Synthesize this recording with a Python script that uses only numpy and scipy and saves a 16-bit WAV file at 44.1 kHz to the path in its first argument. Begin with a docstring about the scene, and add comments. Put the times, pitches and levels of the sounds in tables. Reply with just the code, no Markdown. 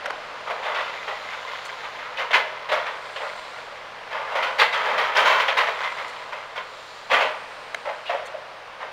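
"""An excavator pulls down a brick wall, some way off across a garden. From the start its diesel runs,
a high hiss like rustling leaves comes and goes, and grit trickles. Masonry falls in showers of impacts,
wood snaps, and trees and walls scatter the sound back. Brittle pieces crack, small bits clink, and from
about two seconds beams land and bounce. After four seconds come the heaviest falls, which shake the
ground; one more large crash follows at seven, and lighter ones close the scene."""
import sys
import numpy as np
from scipy import signal
from scipy.fft import rfft, irfft
from scipy.io import wavfile

SR = 44100
rng = np.random.default_rng(int(sys.argv[2]) if len(sys.argv) > 2 else 0)


def persist_wave(psi):
    """Save psi, clipped to +-1, as 16-bit WAV."""
    counts = np.round(np.clip(psi, -1, 1) * 32767).astype(np.int16)
    wavfile.write(sys.argv[1], SR, np.atleast_2d(counts).T)


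N = 393372
TIME = np.arange(N) / SR

# Engine orders and pump whines. Each row: frequency in Hz, rms level in dB, rms waver in Hz.
ENGINE_TONES = [(91.7, -68.5, 1.38), (134, -69.5, 2.9), (191, -74.5, 2.4), (622, -60.5, 4.65),
                (972, -59.5, 6.77), (1210, -57, 20), (1500, -71, 6.8)]
# Loudness of the diesel's roar. Each row: time in seconds, level in dB.
ROAR_LEVEL = [(0, -36), (1.5, -38.5), (3, -39), (3.8, -39), (6, -38), (6.9, -41), (7.6, -39), (8.6, -40.5),
              (8.92, -40)]
# Spectrum of the roar. Each row: frequency in Hz, relative level in dB.
ROAR_SPECTRUM = [(15, -16), (25, -15), (64, -26), (82, -25), (140, -18), (280, -15.5), (368, -13.5),
                 (495, -1.5), (620, -1.5), (762, -2.5), (1110, -1), (2700, -9.5), (4870, -19.5),
                 (8000, -35.5), (15500, -56)]
# Swells of the high hiss. Each row: time of peak in seconds, half length in seconds, level in dB,
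# pitch factor.
HISS_SWELLS = [(0.91, 0.52, -63.5, 0.79), (1.546, 0.46, -61, 0.78), (3.3, .3, -58, 0.9),
               (4.602, 0.32, -62.5, 0.9), (5.95, 0.35, -60, 0.89), (6.898, 0.22, -60, 0.84),
               (7.6, 0.49, -63, 0.95)]
# The spill of grit and loose bricks. Each row: time in seconds, level in dB.
TRICKLE_LEVEL = [(0, -56), (.45, -50), (.8, -36.5), (1.5, -37), (2.05, -43), (2.6, -42), (3.3, -41),
                 (4, -44.5), (5, -38), (5.9, -35), (6.5, -46), (6.8, -65), (8.92, -66)]
# Falls of rubble. Each row: start in seconds, level in dB, rise in seconds, t60 (time to decay by
# 60 dB) in seconds, thud of the big blocks in dB.
RUBBLE_FALLS = [(.04, -35.5, 0.0063, 0.58, 9.5), (.466, -32.5, .006, 1.2, 5.5),
                (.498, -27, 0.0096, 0.089, 9.5), (.62, -27.5, 0.054, 0.75, 2.5), (.73, -28, .07, 0.3, 1),
                (1.065, -28, 0.028, 0.35, 3.5), (1.321, -31.5, 0.022, 0.095, -9),
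                (1.83, -31.5, .018, 0.16, -10), (1.985, -35.5, .01, 3.6, -10),
                (2.172, -25, 0.038, 0.3, 1.5), (2.306, -27, .004, 0.65, 7.5),
                (2.33, -17.5, 0.026, 0.25, -6.5), (2.686, -27, 0.0077, 0.94, 4),
                (2.714, -21, 0.011, 0.33, 0.5), (2.855, -28, .014, 0.36, -2),
                (3.156, -34, 0.0078, 0.33, 6.5), (3.2, -32, 0.034, 0.38, 6.5), (4.1, -28.5, 0.056, 1.2, 4),
                (4.295, -30, 0.055, 1.1, 7.5), (4.35, -25, 0.0094, 0.77, 3.5),
                (4.422, -23.5, 0.0093, .5, -2), (4.58, -15, 0.039, 0.25, -1.5),
                (4.724, -24, 0.014, 2.7, -3), (4.835, -26, .035, 2, 2.5), (4.975, -21, 0.014, 0.62, -5),
                (5.146, -17, 0.046, 0.55, 3.5), (5.245, -17, .03, 1.03, 0.5),
                (5.392, -20.5, 0.014, 0.22, -12), (5.477, -24, 0.0044, 0.35, 4),
                (5.565, -18.5, 0.021, 0.41, 2), (5.665, -25, 0.014, 0.34, -1),
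                (5.821, -26, 0.038, 0.2, -3.5), (5.98, -31, 0.014, 0.36, 1),
                (6.322, -32.5, 0.0044, 0.38, 3), (6.555, -28, 0.013, .3, -1),
                (7.094, -22.5, 0.032, .5, 7.5), (7.108, -18.5, 0.045, 0.41, 0.5),
                (7.2, -23, 0.014, 0.47, 2.5), (7.852, -31.5, 0.002, 0.33, 12.5),
                (7.881, -32.5, .018, 0.28, 9), (8.094, -28.5, 0.0027, 0.56, 11.5),
                (8.335, -43, 0.0075, .17, 19), (8.799, -34, .022, 0.4, 10.5)]
# Spectrum of struck brick. Each row: frequency in Hz, relative level in dB.
BRICK_SPECTRUM = [(70, -50), (120, -30), (332, -27), (441, -5), (611, -2), (764, -5.5), (900, 0.5),
                  (1760, -3), (2050, 0), (2300, -4), (3400, -10), (7200, -31.5), (10500, -42),
                  (15500, -43.5)]
# Resonances of the heap and of the half-open rooms. Each row: frequency in Hz, width in Hz, gain in dB.
HEAP_MODES = [(523, 18, -15.5), (1160, 14, -13), (1970, 67, -29), (3160, 96, -5)]
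ROOM_MODES = [(545, 14, -6), (620, 14, 0), (690, 18, -7)]
# Snaps of wood. Each row: start in seconds, peak in dB, breaking time in seconds, pitch factor.
WOOD_SNAPS = [(0.058, -15.5, .008, 0.877), (.102, -14.5, .007, 0.7), (5.818, -20, .003, 0.69),
              (7.7455, -10.5, .003, 1)]
# Brittle fractures. Each row: start in seconds, level in dB, t60 in seconds, band centre in Hz.
BRITTLE_CRACKS = [(0.626, -39, 1, 2780), (0.741, -32, 0.65, 2800), (2.17, -29.5, 0.18, 2680),
                  (2.308, -30, 0.24, 2800), (2.331, -15.5, .16, 1950), (2.689, -32.5, 0.5, 3030),
                  (3.158, -32, 0.16, 2720), (4.595, -21.5, 0.12, 3500), (4.724, -34, 0.22, 3500),
                  (5.168, -24.5, 0.047, 4620), (5.48, -22.5, 0.17, 2600), (5.578, -43, 0.12, 3200),
                  (6.566, -44, 0.21, 2700), (8.055, -36.5, 0.75, 2650)]
# Clinks of small hard bits. Each row: start in seconds, peak in dB.
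CLINK_HITS = [(1.65, -33.5), (6.08, -38), (8.254, -35.5)]
# Beams landing. Each row: start in seconds, peak in dB, bouncing time in seconds.
BEAM_LANDINGS = [(2.36, -24, 0.098), (2.716, -15, 0.07), (3.205, -25.5, 0.057), (7.115, -20, 0.15),
                 (7.856, -24, 0.043), (8.097, -18.5, .06)]
# Modes of snapping wood, a hard bit and a beam. Each row: frequency in Hz, level in dB, t60 in seconds.
WOOD_MODES = [(690, -9, .03), (1750, -2, .011), (2120, 3, .014), (2950, -1, .006), (3700, -2, .006),
              (6200, -4, .004), (8800, -12, .003)]
CLINK_MODES = [(4380, 1, 0.057), (7650, -11, 0.12), (9050, -10, .06)]
BEAM_MODES = [(567, 4.5, 0.12), (618, 2, 0.34), (696, 1, 0.11), (850, -5.5, 0.14)]
# Loads that shake the ground. Each row: start in seconds, level in dB, t60 in seconds, centre in Hz.
HEAVY_LOADS = [(4.33, -53, 1, 260), (4.9, -52, 0.77, 226), (5.2, -48, 1, 277.3), (7.11, -42.5, .4, 300)]


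def amp(db):
    """Amplitude grows tenfold for every 20 dB."""
    return 10 ** (np.asarray(db) / 20)


def unit(x):
    """Normalisation to rms 1."""
    return x / np.sqrt(np.mean(x ** 2) + 1e-20)


def shape(points, hz):
    """Interpolation of a spectrum on a logarithmic frequency axis."""
    point_hz, db = np.transpose(points)
    return np.interp(np.log(hz + 1), np.log(point_hz + 1), db)


def follow(curve):
    """Linear interpolation of a level curve at every sample."""
    return np.interp(TIME, *np.transpose(curve))


def add(mix, start, sound):
    """Superposition: a sound joins the mix at its start in seconds."""
    part = mix[max(round(start * SR), 0):][:len(sound)]
    part += sound[:len(part)]


def colour(x, spectrum, size=4096):
    """Minimum-phase filtering, with unit energy, imposes a spectrum."""
    hz = abs(np.fft.fftfreq(size, 1 / SR))
    log_gain = np.log(amp(np.maximum(shape(spectrum, hz), -100)))
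    taps = np.fft.ifft(np.exp(np.conj(signal.hilbert(log_gain)))).real[:size // 2]
    return signal.oaconvolve(x, taps / np.linalg.norm(taps))[:len(x)]


def resonate(x, hz, width_hz, stages=1):
    """Forced response of resonators in series, each of gain 1 at a fixed or moving frequency."""
    turn = np.exp(2j * np.pi * np.cumsum(hz * np.ones(len(x))) / SR)
    pole = np.exp(-np.pi * width_hz / SR)
    for _ in range(stages):
        x = 2 * (turn * signal.lfilter([1 - pole], [1, -pole], x / turn + 1e-18)).real
    return x


def noise_band(hz, width_hz, length=N):
    """White noise through two resonators leaves one band, of rms 1."""
    return unit(resonate(rng.standard_normal(length), hz, width_hz, stages=2))


def drift(rate_hz):
    """Low-passed noise gives a slow random fluctuation of rms 1."""
    hz = np.fft.rfftfreq(N, 1 / SR)
    return unit(irfft(rfft(rng.standard_normal(N)) / (1 + (hz / rate_hz) ** 4), N))


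def swell(rise, t60, linger=0.0027):
    """A one-second envelope: the mass lands, lingers, and comes to rest by exponential decay."""
    t = TIME[:SR]
    landing = np.sin(np.pi / 2 * np.minimum(t / rise, 1))
    since = np.hypot(np.maximum(t - rise, 0), linger) - linger
    end_fade = np.minimum(2 * np.pi * (1 - t), 1)
    return landing * amp(-60 * since / t60) * end_fade


def clatter(length, per_s, spread_db, clack_t60, note_db=-14, note_t60=0.056, kinds=10):
    """Shot noise: fragments knock at random with uneven force, each with a dry clack and a note."""
    chance, force = rng.random((2, kinds, length))
    weight = -np.log(np.maximum(force, 0.1))  # no piece is much heavier than the rest
    knocks = (chance < per_s / kinds / SR) * amp(spread_db * weight)
    t = TIME[:2048]
    clacks = rng.standard_normal((kinds, len(t))) * amp(-60 * t / clack_t60)
    note_hz = np.geomspace(800, 3800, kinds)[:, None] * 2 ** rng.uniform(-0.13, 0.1404, (kinds, 1))
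    notes = amp(note_db - 60 * t / note_t60) * np.sin(2 * np.pi * note_hz * t)
    return unit(signal.oaconvolve(knocks, clacks + notes, axes=1)[:, :length].sum(0))


def ring(modes, pitch=1):
    """The free vibration of a struck body is a sum of damped modes."""
    t = TIME[:8192]
    return sum(amp(db - 60 * t / t60) * np.sin(2 * np.pi * hz * pitch * t) for hz, db, t60 in modes)


def burst(body, seconds, count, follow_up=1.0):
    """Convolution: a quick run of contacts rings a body, which radiates little bass; peak 1."""
    place, force = rng.random(count), rng.standard_normal(count)
    contacts = np.zeros(int(seconds * SR) + 1)
    contacts[(place * (len(contacts) - 1)).astype(int)] = follow_up * force
    contacts[0] = 1
    low_cut = signal.butter(3, 550, "high", fs=SR, output="sos")
    sound = signal.sosfilt(low_cut, signal.fftconvolve(contacts, body))
    return sound / abs(sound).max()


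def diesel(throb=0.05):
    """Firing modulates the amplitude of a broad roar, under wavering engine orders and pump whines."""
    phases = [2 * np.pi * np.cumsum(hz + waver * drift(4.69)) / SR for hz, _, waver in ENGINE_TONES]
    tones = sum(amp(db) * np.sqrt(2) * np.sin(phase) for (_, db, _), phase in zip(ENGINE_TONES, phases))
    firing = rng.standard_normal(N) * (1 + throb * np.cos(phases[0]))
    roar_db = follow(ROAR_LEVEL) + 0.12 * drift(17)
    return tones + amp(roar_db) * colour(firing, ROAR_SPECTRUM)


def high_hiss(floor_db=-72.5, sag_per_s=0.05, hiss_hz=8370, rush_hz=4400):
    """Band-limited noise: a hiss like rustling leaves and a lower rush swell and sink in pitch."""
    powers = np.array([amp(db) ** 2 * np.exp(-((TIME - peak) / half) ** 2)
                       for peak, half, db, _ in HISS_SWELLS])
    pitches = np.array([factor * (1 - sag_per_s * (TIME - peak)) for peak, _, _, factor in HISS_SWELLS])
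    floor_power = amp(floor_db) ** 2
    power = powers.sum(0) + floor_power
    pitch = ((powers * pitches).sum(0) + floor_power) / power
    hiss = noise_band(hiss_hz * pitch, width_hz=1900)
    rush = noise_band(rush_hz * pitch, width_hz=1700)
    rush_db = 4.5 - 26 * np.log2(pitch)  # the higher the pitch, the weaker the rush
    return np.sqrt(power) * (hiss + amp(rush_db) * rush)


def trickle(bricks_per_s=9):
    """Many small impacts merge into a stream of grit and mortar; tumbling bricks add brief swells."""
    tumbling = np.zeros(N)
    for slot, (place, size) in enumerate(rng.random((200, 2))):
        brick = amp(-21 + 10.8 * size) * swell(rise=0.0092, t60=0.2)
        add(tumbling, (slot + place) / bricks_per_s, brick)
    grit = amp(-2 - 1.47 * drift(7.5)) * clatter(N, per_s=350, spread_db=4, clack_t60=0.01)
    bricks = tumbling * clatter(N, per_s=1200, spread_db=6, clack_t60=0.02)
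    return amp(follow(TRICKLE_LEVEL)) * (grit + bricks)


def falls(usual_db=-23, thud_hz=620, body_hz=1350, crack_hz=3000, settle_db=-19, settle_t60=1.8):
    """Fragmentation: each fall is a shower of impacts; heavier falls give more and brighter pieces."""
    out = np.zeros(N)
    hz = np.fft.rfftfreq(SR, 1 / SR)
    chip_lead = amp(6 * np.exp(-TIME[:SR] / 0.057)) - 1  # small pieces land first and stop first
    for start, db, rise, t60, thud_db in RUBBLE_FALLS:
        weight_db = db - usual_db
        pieces = clatter(SR, per_s=2400 * amp(max(weight_db, -6)), spread_db=0.5, clack_t60=0.017)
        block_curve = [(330, -0.3 * thud_db), (420, 0.1 * thud_db), (0.87 * thud_hz, thud_db),
                       (1.1 * thud_hz, thud_db), (870, 0.3 * thud_db), (body_hz, 0)]
        crack_db = -4 + 0.3 * weight_db
        chip_curve = [(body_hz, 0), (crack_hz, crack_db), (6500, crack_db + 0.14 * weight_db)]
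        spectrum = rfft(pieces) * amp(shape(block_curve, hz) + shape(chip_curve, hz))
        chips = irfft(spectrum * shape([(body_hz, 0), (crack_hz, 1)], hz), SR)
        shower = irfft(spectrum, SR) + chip_lead * chips
        settling = amp(settle_db) * swell(rise, settle_t60)
        envelope = np.hypot(swell(rise, t60), settling)
        add(out, start, amp(db + 1) * envelope * shower)
    return out


def heap(impacts):
    """Resonance: impacts with the colour of brick ring the heap of timber and slabs, and the rooms."""
    brick = colour(impacts, BRICK_SPECTRUM)
    ringing = sum(amp(db) * resonate(brick, hz, width) for hz, width, db in HEAP_MODES + ROOM_MODES)
    return amp(-1) * brick + ringing


def snaps():
    """Wood breaks fibre by fibre, and each break is an impulse that excites its modes."""
    out = np.zeros(N)
    for start, db, seconds, pitch in WOOD_SNAPS:
        softened = signal.lfilter([1], [1, -0.59], ring(WOOD_MODES, pitch))
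        add(out, start, amp(db) * burst(softened, seconds, count=7))
    return out


def garden(x, t60=0.48, delay=0.02, echoes_per_s=2000):
    """Scattering from trees and walls returns a thin, dull tail of echoes."""
    t = TIME[:SR]
    echoes = rng.standard_normal(SR) * (rng.random(SR) < echoes_per_s / SR)
    echoes *= (t > delay) * amp(-60 * t / t60)
    dulled = signal.lfilter([0.6], [1, -0.4], echoes / np.linalg.norm(echoes))
    return signal.oaconvolve(x, dulled)[:N]


def cracks():
    """Brittle fracture: a piece gives way in a rush of tiny breaks, a gritty band without bass."""
    out = np.zeros(N)
    for start, db, t60, hz in BRITTLE_CRACKS:
        grit = clatter(SR, per_s=4000, spread_db=5, clack_t60=0.014)
        band = unit(resonate(grit, hz, width_hz=2100, stages=3))
        add(out, start, amp(db) * swell(rise=0.0038, t60=t60) * band)
    return signal.sosfilt(signal.butter(2, 500, "high", fs=SR, output="sos"), out)


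def clinks(scratch_db=6, scratch_t60=0.0094):
    """Rapid contacts scratch small hard bits and excite their high modes."""
    out = np.zeros(N)
    modes = ring(CLINK_MODES)
    scratch = noise_band(6800, width_hz=2700) * amp(scratch_db - 60 * TIME / scratch_t60)
    body = modes + scratch[:len(modes)]
    for start, db in CLINK_HITS:
        add(out, start, amp(db) * burst(body, seconds=0.02, count=24, follow_up=0.92))
    return out


def beams():
    """Impact and rebound: each beam knocks hollow in its own modes and rattles to rest."""
    out = np.zeros(N)
    for start, db, seconds in BEAM_LANDINGS:
        add(out, start, amp(db) * burst(ring(BEAM_MODES), seconds, count=10, follow_up=0.71))
    return out


def ground_rumble():
    """Damped vibration: the ground answers the heaviest loads with a dull band of noise."""
    out = np.zeros(N)
    for start, db, t60, hz in HEAVY_LOADS:
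        shake = noise_band(hz, width_hz=160, length=SR)
        add(out, start, amp(db) * swell(rise=0.03, t60=t60) * shake)
    return out


def scene():
    """Superposition of the debris, its echo, the diesel and the hiss, in one channel."""
    debris = heap(falls() + trickle()) + cracks() + beams() + ground_rumble()
    small_hits = snaps() + clinks()
    echo = amp(-10.5) * garden(debris + 0.5 * small_hits)
    return (debris + small_hits + echo + diesel() + high_hiss())[None]


def record(dry, noise_db=-74, notch_hz=7880, edge_hz=15850):
    """A faint noise floor is added; filtering cuts a narrow treble notch and limits the band."""
    sound = dry + amp(noise_db) * rng.standard_normal(N)
    sound = signal.lfilter(*signal.iirnotch(notch_hz, Q=22, fs=SR), sound)
    low_pass = signal.firwin(511, edge_hz, window=("kaiser", 9), fs=SR)
    return signal.oaconvolve(sound, low_pass[None], "same")


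dry = scene()
out = record(dry)
persist_wave(out)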